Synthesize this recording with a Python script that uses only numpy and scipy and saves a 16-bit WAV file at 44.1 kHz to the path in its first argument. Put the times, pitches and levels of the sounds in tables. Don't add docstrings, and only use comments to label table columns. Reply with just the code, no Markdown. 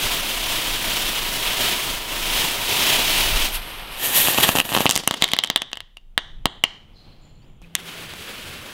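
import sys
import numpy as np
from scipy import signal
from scipy.fft import rfft, irfft, next_fast_len
from scipy.io import wavfile
from scipy.ndimage import uniform_filter1d

SR = 44100
rng = np.random.default_rng(int(sys.argv[2]) if len(sys.argv) > 2 else 0)


def volts_from_decibels(level):
    exponent = np.asarray(level, float) / 20
    return 10 ** exponent


def generate_wav(sig):
    pcm = np.round(np.clip(np.atleast_2d(sig).T, -1, 1) * 32767).astype(np.int16)
    wavfile.write(sys.argv[1], SR, pcm)


N = 384993
SCENE_CHANGE_S = 7.62


def level(x, db):
    return x * volts_from_decibels(db) / np.sqrt(np.mean(x ** 2))


def curves(table):
    s, *columns = np.transpose(table)
    time_s = np.arange(N) / SR
    return [np.interp(time_s, s, c, left=-150, right=-150) for c in columns]


def band(x, lo_hz, hi_hz):
    return signal.sosfilt(signal.butter(2, [lo_hz, hi_hz], "band", fs=SR, output="sos"), x)


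def ring(x, hz, width_hz):
    return signal.lfilter(*signal.iirpeak(hz, hz / width_hz, fs=SR), x)


def colour(x, tone):
    hz, db = np.transpose(tone)
    size = next_fast_len(len(x))
    f = np.fft.rfftfreq(size, 1 / SR) + 1
    gain = volts_from_decibels(np.interp(np.log(f), np.log(hz), db))
    return irfft(rfft(x, size) * gain, size)[:len(x)]


def walk(rate):
    k = int(SR / rate)
    steps = np.repeat(rng.standard_normal(N // k + 1), k)
    return 1.6 * uniform_filter1d(uniform_filter1d(steps, k), k)[:N]


def echo(x, ms, share):
    k = int(ms * SR / 1000)
    return x + share * np.pad(x, (k, 0))[:len(x)]


def flame(table, tone, slab_ms, slab, turn_hz, turn_db, sputter_db, roar, sizzle):
    ticks = (rng.random(N) < .05) * volts_from_decibels(2 * rng.exponential(size=N))
    sparks = ticks * rng.standard_normal(N)
    gas = rng.standard_normal(N) + level(sparks, -10.0)
    size = next_fast_len(N)
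    f = np.fft.rfftfreq(size, 1 / SR)
    low = 1 / (1 + (f / 1700) ** 6)
    high = 1 / (1 + (5300 / (f + 1)) ** 6)
    comb = 1 + slab * high * np.exp(-2j * np.pi * f * slab_ms / 1000)
    spectrum = rfft(colour(gas, tone), size) * comb
    turn = turn_db * np.sin(2 * np.pi * np.cumsum(turn_hz * (1 + 0.09 * walk(3))) / SR)
    shared = turn + sputter_db * (walk(12) + 1.0 * walk(70))
    parts = [irfft(spectrum * w, size)[:N] for w in (1 - low - high, low, high)]
    flow = curves(table)[0]
    levels = [flow]
    for db, slope in (roar, sizzle):
        levels.append(np.where(flow > -99, db + slope * (flow + 30), flow))
    out = np.zeros(N)
    for part, db in zip(parts, levels):
        out += level(part, db + 0.65 + shared + .5 * sputter_db * walk(25))
    return out


# [dB, hiss]
SPIN_FLOW = [(0, -27.5), (.25, -28.5), (.4, -27.5), (1.4, -29), (1.68, -23.5), (1.9, -29.5), (2.05, -35.5),
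             (2.14, -31), (2.39, -25), (2.6, -30.5), (2.68, -29), (2.72, -25), (2.85, -22), (3.28, -23.5),
             (3.34, -26), (3.46, -25), (3.51, -35.5), (3.53, -44)]
# columns pitch_hz [Hz], level_db [dB per Hz]
SPIN_TONE = [(47, -46), (80, -8), (162, -9), (375, -6.5), (478, -9.5), (695, -5.5), (867, -9), (947, -2.5),
             (1100, -8), (1610, -7), (3120, 3), (4530, -4.5), (7370, -9), (8600, -8.5), (15600, -9.5)]


def spinner():
    return flame(SPIN_FLOW, SPIN_TONE, 1.3, 0.098, turn_hz=32.37, turn_db=0.8, sputter_db=0.7,
                 roar=(-34.5, .75), sizzle=(-31.5, .9))


def camera_gain_db():
    night_db, ducked_db, ducked_s, recover_db_per_s = -60.5, -75, 5.99, 27
    t = np.arange(N) / SR
    gain_db = np.clip(ducked_db + recover_db_per_s * (t - ducked_s), ducked_db, night_db)
    ducking_db = (gain_db - night_db) * (t > ducked_s - .15)
    return gain_db, ducking_db


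# [dB, buffeting]
GUSTS = [(0.0, -26), (0.05, -20), (0.14, -33.5), (2.21, -37), (2.28, -28), (2.72, -43), (3.31, -28),
         (3.33, -21), (3.72, -37.5), (5.47, -58), (6.25, -45), (6.42, -31), (6.47, -46.5), (7.51, -49),
         (7.61, -39.5), (7.71, -58), (8.63, -51), (8.73, -59)]


def wind(ducking_db):
    t = np.arange(N) / SR
    buffet_db = curves(GUSTS)[0]
    buffet = level(band(band(rng.standard_normal(N), 11, 35), 10, 44), buffet_db)
    rumble_db = -51.5 + 0.29 * (buffet_db + 39) + 2 * walk(7.6)
    rumble_db += .7 * ducking_db
    rumble_db += 5.5 * (t > SCENE_CHANGE_S)
    rumble_db += 11 * np.exp(-((t - 3.31) / .06) ** 2)
    rumble = level(band(rng.standard_normal(N), 61, 150), rumble_db)
    self_noise = level(rng.standard_normal(N), -78.5)
    return buffet + rumble + self_noise


# columns pitch_hz [Hz], level_db [dB per Hz]
NIGHT_TONE = [(88, -24), (150, -2), (221, -4), (632, -12.5), (753, -12.5), (1770, -23.5), (3230, -16),
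              (4770, -37), (7170, -38.5), (7600, -41), (15600, -43.5)]


def night(gain_db):
    smoulder_s, smoulder_db, fade_db_per_s = 5.41, -55, 51
    t = np.arange(N) / SR
    far = volts_from_decibels(gain_db)
    far += volts_from_decibels(smoulder_db - fade_db_per_s * np.maximum(t - smoulder_s, 0))
    return far * level(colour(rng.standard_normal(N), NIGHT_TONE), 2.8 + 1.7 * walk(17))


# [dB, hiss]
STALL_FLOW = [
    (3.52, -36.5),
    (3.554, -31),
    (3.59, -39),
    (3.7, -39.5),
    (3.82, -40.5),
    (3.84, -43),
    (3.91, -41.5),
    (3.93, -38),
    (3.99, -39),
]
# columns pitch_hz [Hz], level_db [dB per Hz]
STALL_TONE = [(120, -42), (200, -17), (960, -9), (1600, -10), (3000, -1.5), (4800, -13), (7300, -23.5),
              (8800, -15), (10300, -21.5), (11300, -10), (12400, -13), (13300, -23.5), (15600, -21)]


def stall():
    return flame(STALL_FLOW, STALL_TONE, 1.0, 0.084, turn_hz=22.3, turn_db=-0.5, sputter_db=0.5,
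                 roar=(-37, .45), sizzle=(-25, 1.9))


# [dB, hiss]
JET_FLOW = [
    (3.97, -44),
    (4.0, -32.5),
    (4.062, -24.5),
    (4.12, -30),
    (4.155, -22),
    (4.31, -24.5),
    (4.33, -29.5),
    (4.4, -29),
]
# [dB, hiss]
SPRAY_FLOW = [
    (4.4, -30.5),
    (4.6, -30.5),
    (4.625, -42),
    (4.7, -34.5),
    (4.8, -32),
    (4.87, -37),
]
# columns pitch_hz [Hz], level_db [dB per Hz]
JET_TONE = [(47, -45), (80, -8.5), (257, -5), (903, -3.5), (1500, -8.5), (1830, 0.5), (2090, -7), (3100, 1),
            (5270, -9.5), (6860, -5), (10200, -2), (12600, 3), (15600, -5.5)]


def jet():
    rush = flame(JET_FLOW, JET_TONE, 1.05, .2, turn_hz=20, turn_db=-0.5, sputter_db=1.0,
                 roar=(-35, .6), sizzle=(-27.5, 1.2))
    spray = flame(SPRAY_FLOW, JET_TONE, 1.05, .2, turn_hz=21, turn_db=2.4, sputter_db=2.5,
                  roar=(-31, .9), sizzle=(-27, 1.1))
    return rush + spray


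def bursts(table, ring_hz, snap_db, snap_slope):
    size = 1024
    out = np.zeros((2, N + size))
    for s, crack_db, thump_db, ms in table:
        chance = rng.standard_normal(128)
        hz = ring_hz * (1 + .025 * chance[-3])
        count = int(np.clip((ms - .8) * 1.25 * hz / 1000, 1, 16))
        times = np.maximum(np.arange(count) * SR / hz + 1.5 * chance[:count], 0).astype(int)
        blast, sparks, push = np.zeros((3, size))
        blast[times] = np.hanning(count + 2)[1:-1] * volts_from_decibels(2 * chance[16:16 + count])
        sparks[times + np.arange(count) % 5] = blast[times] * np.sign(chance[32:32 + count])
        push[times[count // 3]] = 1
        slab_ms = 1.05 + .03 * chance[-1]
        blast, sparks, push = (echo(p, slab_ms, 0.23) for p in (blast, sparks, push))

        crack = ring(ring(blast, hz, 900), hz, 1600)
        body = ring(push, 2050 * (1 + 0.081 * chance[-5]), 750)
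        crack += volts_from_decibels(-6 + 4.4 * chance[-4]) * np.sqrt(count) * body
        thump_lo_hz = min(110 * volts_from_decibels(-.7 * min(thump_db, 0)), 1200)
        thump_hi_hz = 1900 * volts_from_decibels(-.8 * max(thump_db, 0))
        thump = band(push, thump_lo_hz, thump_hi_hz)
        snap = band(ring(sparks, 7000 * volts_from_decibels(chance[-2]), 4500), 5000, 13500)

        parts = [(crack, 1), (thump, thump_db + 2.5), (snap, snap_db + snap_slope * thump_db)]
        crack, thump, snap = (p * volts_from_decibels(crack_db + db) * np.sqrt(150 / np.sum(p ** 2)) for p, db in parts)
        i = int(s * SR)
        out[0, i:i + size] += thump + crack + snap
        out[1, i:i + size] += 0.76 * thump + 0.84 * crack + .8 * snap
        out[1, i:i + size] += volts_from_decibels(crack_db + 22) * push
    return out[:, :N]


# columns start_s [s], level_db [dB, crack], gas_db [dB, thump share], length_ms [ms]
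JET_STARS = [(4.2735, -17, -5.5, .5), (4.2847, -20.5, 4, .7), (4.336, -24.5, -6, 1), (4.346, -23, -2, 1),
             (4.3763, -17, -11, 4.5), (4.382, -22.5, 2, 1), (4.3854, -18.5, 5, .7), (4.3941, -28, 3, .6),
             (4.409, -22.5, -3.5, .1), (4.4386, -23.5, -3.5, .1), (4.4906, -10, 1.5, 1.2),
             (4.5522, -24, 8, 4), (4.5605, -19.5, -2, .2), (4.5723, -23, 0.5, .1),
             (4.5863, -12.5, -1.5, .9), (4.5971, -23.5, 0, 1.6), (4.6008, -10, -7, 2.6),
             (4.613, -29, -6, .6), (4.6525, -33, 0, .1), (4.6913, -26.5, -8, 2.6)]
PUFF_STARS = [(4.7181, -29, 6, 4.5), (4.7266, -24, -1.5, .2), (4.737, -26, 1, .8), (4.7489, -19, -2, 1.7),
              (4.7508, -15.5, 0, .8), (4.7654, -19, 3.5, 1.6), (4.7706, -28.5, 5, .4),
              (4.7745, -18.5, 2.5, .7), (4.7857, -22.5, 0.5, .1), (4.8049, -25, 9, 3.5),
              (4.8567, -17.5, 7, 1.2), (4.8647, -9, -9, .9), (4.872, -20.5, -9.5, .8)]
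BRIGHT_STARS = [(4.8935, -16.5, 0, .5), (4.9009, -21, -3, .6), (4.9102, -14, -10.5, .7),
                (4.922, -27.5, -5.5, .1), (4.9323, -37.5, 3, .9), (4.9441, -38.5, -1, .1),
                (4.9555, -22, -7.5, .1), (4.962, -15.5, -1, 1.1), (4.9763, -21.5, -6, .1),
                (5.0348, -40, 4.5, 4.3), (5.075, -13, -1, 3.4)]
DRY_STARS = [(5.1107, -17, 0, .7), (5.1389, -23, -4, 3.9), (5.1428, -25.5, -4, 3.1),
             (5.2157, -30.5, -6.5, 1.1), (5.2227, -5, -8, 1.4), (5.2385, -17, -7.5, 3.4),
             (5.2423, -10, -12.5, 1.3), (5.279, -28.5, -14, 1.1), (5.2869, -27, -17.5, 4.5),
             (5.3157, -20.5, -14.5, 4.8), (5.3349, -8.5, -7, 1.2), (5.3659, -26.5, -6.5, 1.1),
             (5.3886, -9.5, -13, 1.1), (5.4357, -13.5, -21, 4.9), (5.4464, -22.5, -6, .9),
             (5.4612, -36, -8, 1.2), (5.4734, -29, -17, 1.3), (5.501, -13, -5.5, 1),
             (5.5605, -7, -10.5, 1.5), (5.5758, -28, -24, 1.2), (5.6183, -21, -7, 3.4)]
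LAST_STARS = [
    (5.7163, -40, -7.5, 1.4),
    (5.7313, -22, -9.5, .8),
    (5.7557, -38.5, -10.5, 1.2),
    (5.7708, -28, -10, 4),
    (5.8049, -28.5, -14.5, 1),
    (5.9684, -34.5, -12.5, 5.2),
    (6.178, -9.5, -9.5, 1.5),
    (6.4565, -10.5, 1, 1),
    (6.6378, -6, -10.5, 3.5),
]


def stars():
    out = bursts(JET_STARS, 2600, snap_db=-4, snap_slope=0.45)
    out += bursts(PUFF_STARS, 2700, snap_db=-9.5, snap_slope=.9)
    out += bursts(BRIGHT_STARS, 2950, snap_db=3, snap_slope=-0.27)
    out += bursts(DRY_STARS, 3170, snap_db=-7.5, snap_slope=0.16)
    out += bursts(LAST_STARS, 2960, snap_db=-6, snap_slope=0.72)
    return out


def patio(direct, sent):
    wall_ms = 11.75
    t = np.arange(SR) / SR
    early = volts_from_decibels(-32.5 - 60 * t / 0.055) * (t > .002)
    late = volts_from_decibels(-49 - 60 * t / 0.49) * np.clip(t / 0.048, 0, 1)
    clumps = volts_from_decibels(1.6 * np.repeat(rng.standard_normal(SR // 50), 50))
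    scatter = rng.standard_normal(SR) * clumps
    scatter = band(volts_from_decibels(-3.5) * band(scatter, 200, 4400) + ring(scatter, 3250, 700), 100, 6500)
    dull = band(direct, 200, 4900)
    slap = echo(dull, wall_ms, .11) - dull
    return direct + slap + signal.fftconvolve(sent, scatter * (early + late))[:N]


# [dB, hiss]
EMBER_FLOW = [
    (4.875, -38.5),
    (4.97, -36.5),
    (5.059, -43),
    (5.22, -43.5),
    (5.45, -49),
    (5.65, -58),
]
# columns pitch_hz [Hz], level_db [dB per Hz]
EMBER_TONE = [(88, -36.5), (150, -3.5), (530, -7), (1150, -10), (2460, -6.5), (3300, 0.5), (4000, -4.5),
              (4770, -3.5), (14700, -22.5), (15600, -24)]


def ember():
    return flame(EMBER_FLOW, EMBER_TONE, 0.83, .1, turn_hz=21, turn_db=-3.7, sputter_db=-1.0,
                 roar=(-32, 1.05), sizzle=(-26, 1.9))


# columns start_s [s], end_s [s], pitch_hz [Hz], width_hz [Hz], level_db [dB]
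CALLS = [
    (6.94, 7.42, 4150, 500, -52.5),
    (6.92, 7.3, 4800, 980, -64),
    (7.2, 7.6, 7080, 200, -63.5),
    (7.415, 7.46, 4300, 400, -66.5),
    (7.635, 7.66, 2500, 200, -48),
]


def calls():
    t = np.arange(N) / SR
    out = np.zeros(N)
    for start, end, hz, width_hz, db in CALLS:
        i, n = int(start * SR), int((end - start) * SR)
        flutter = uniform_filter1d(rng.standard_normal(SR), int(SR / width_hz))[:n]
        rise_hz_per_s = 20000 if .03 < end - start < .06 else 160
        tone = np.sin(2 * np.pi * np.cumsum(hz + rise_hz_per_s * t[:n]) / SR)
        tone *= .5 + level(flutter, 0)
        out[i:i + n] += tone * volts_from_decibels(db - 33.5 * t[:n]) * signal.windows.tukey(n, .14)
    return out


# columns start_s [s], level_db [dB, crack], gas_db [dB, thump share], length_ms [ms]
LIGHTER = [
    (7.6164, -58.5, 10, 3.9),
    (7.7524, -13.5, -25, 1.3),
    (8.1366, -45, 7, 2.6),
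]


def lighter():
    return bursts(LIGHTER, 3330, snap_db=1.6, snap_slope=.05)


def hum():
    t = np.arange(N) / SR
    hum_db = np.clip(-51 - 60 * (t - 8.05), -63, -51) + 2 * walk(10)
    hz = 168 + 3 * np.maximum(t - SCENE_CHANGE_S, 0)
    tone = np.sqrt(2) * np.sin(2 * np.pi * np.cumsum(hz) / SR)
    return (t > SCENE_CHANGE_S) * volts_from_decibels(hum_db) * tone


# [dB, hiss]
LULL_FLOW = [
    (7.622, -55),
    (7.64, -61),
    (7.712, -66),
    (7.745, -64),
]
# [dB, hiss]
FUSE_FLOW = [
    (7.79, -45),
    (7.818, -50),
    (7.89, -38.5),
    (8.112, -42.5),
    (8.3, -38),
    (8.424, -40.5),
    (8.476, -38.5),
    (8.73, -40),
]
# columns pitch_hz [Hz], level_db [dB per Hz]
FUSE_TONE = [(120, -16), (200, -1), (430, -1), (876, -6), (1460, -3.5), (1850, -7), (3080, -5), (5620, -19),
             (7800, -22), (11900, -22.5), (15600, -26.5)]


def fuse():
    return flame(LULL_FLOW + FUSE_FLOW, FUSE_TONE, 1.27, .35, turn_hz=21, turn_db=.2, sputter_db=0.98,
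                 roar=(-35, .9), sizzle=(-35, 1.05))


def scene():
    gain_db, ducking_db = camera_gain_db()
    mono = spinner() + wind(ducking_db) + night(gain_db)
    mono += stall() + jet() + ember()
    mono += patio(*(stars() + lighter()))
    mono += calls() + hum() + fuse()
    return np.array([mono, mono])


def low_pass(x):
    return signal.sosfilt(signal.butter(12, 16480, fs=SR, output="sos"), x)


def record(dry):
    top = signal.ellip(10, .2, 70, 15720, fs=SR, output="sos")
    x = np.clip(signal.sosfilt(top, dry), -1, 1)
    side = volts_from_decibels(-36.5) * band(x[0] * np.sign(rng.standard_normal(N)), 5000, 15000)
    return low_pass(x + side * np.array([[1], [-1]]))


dry = scene()
out = record(dry)
generate_wav(out)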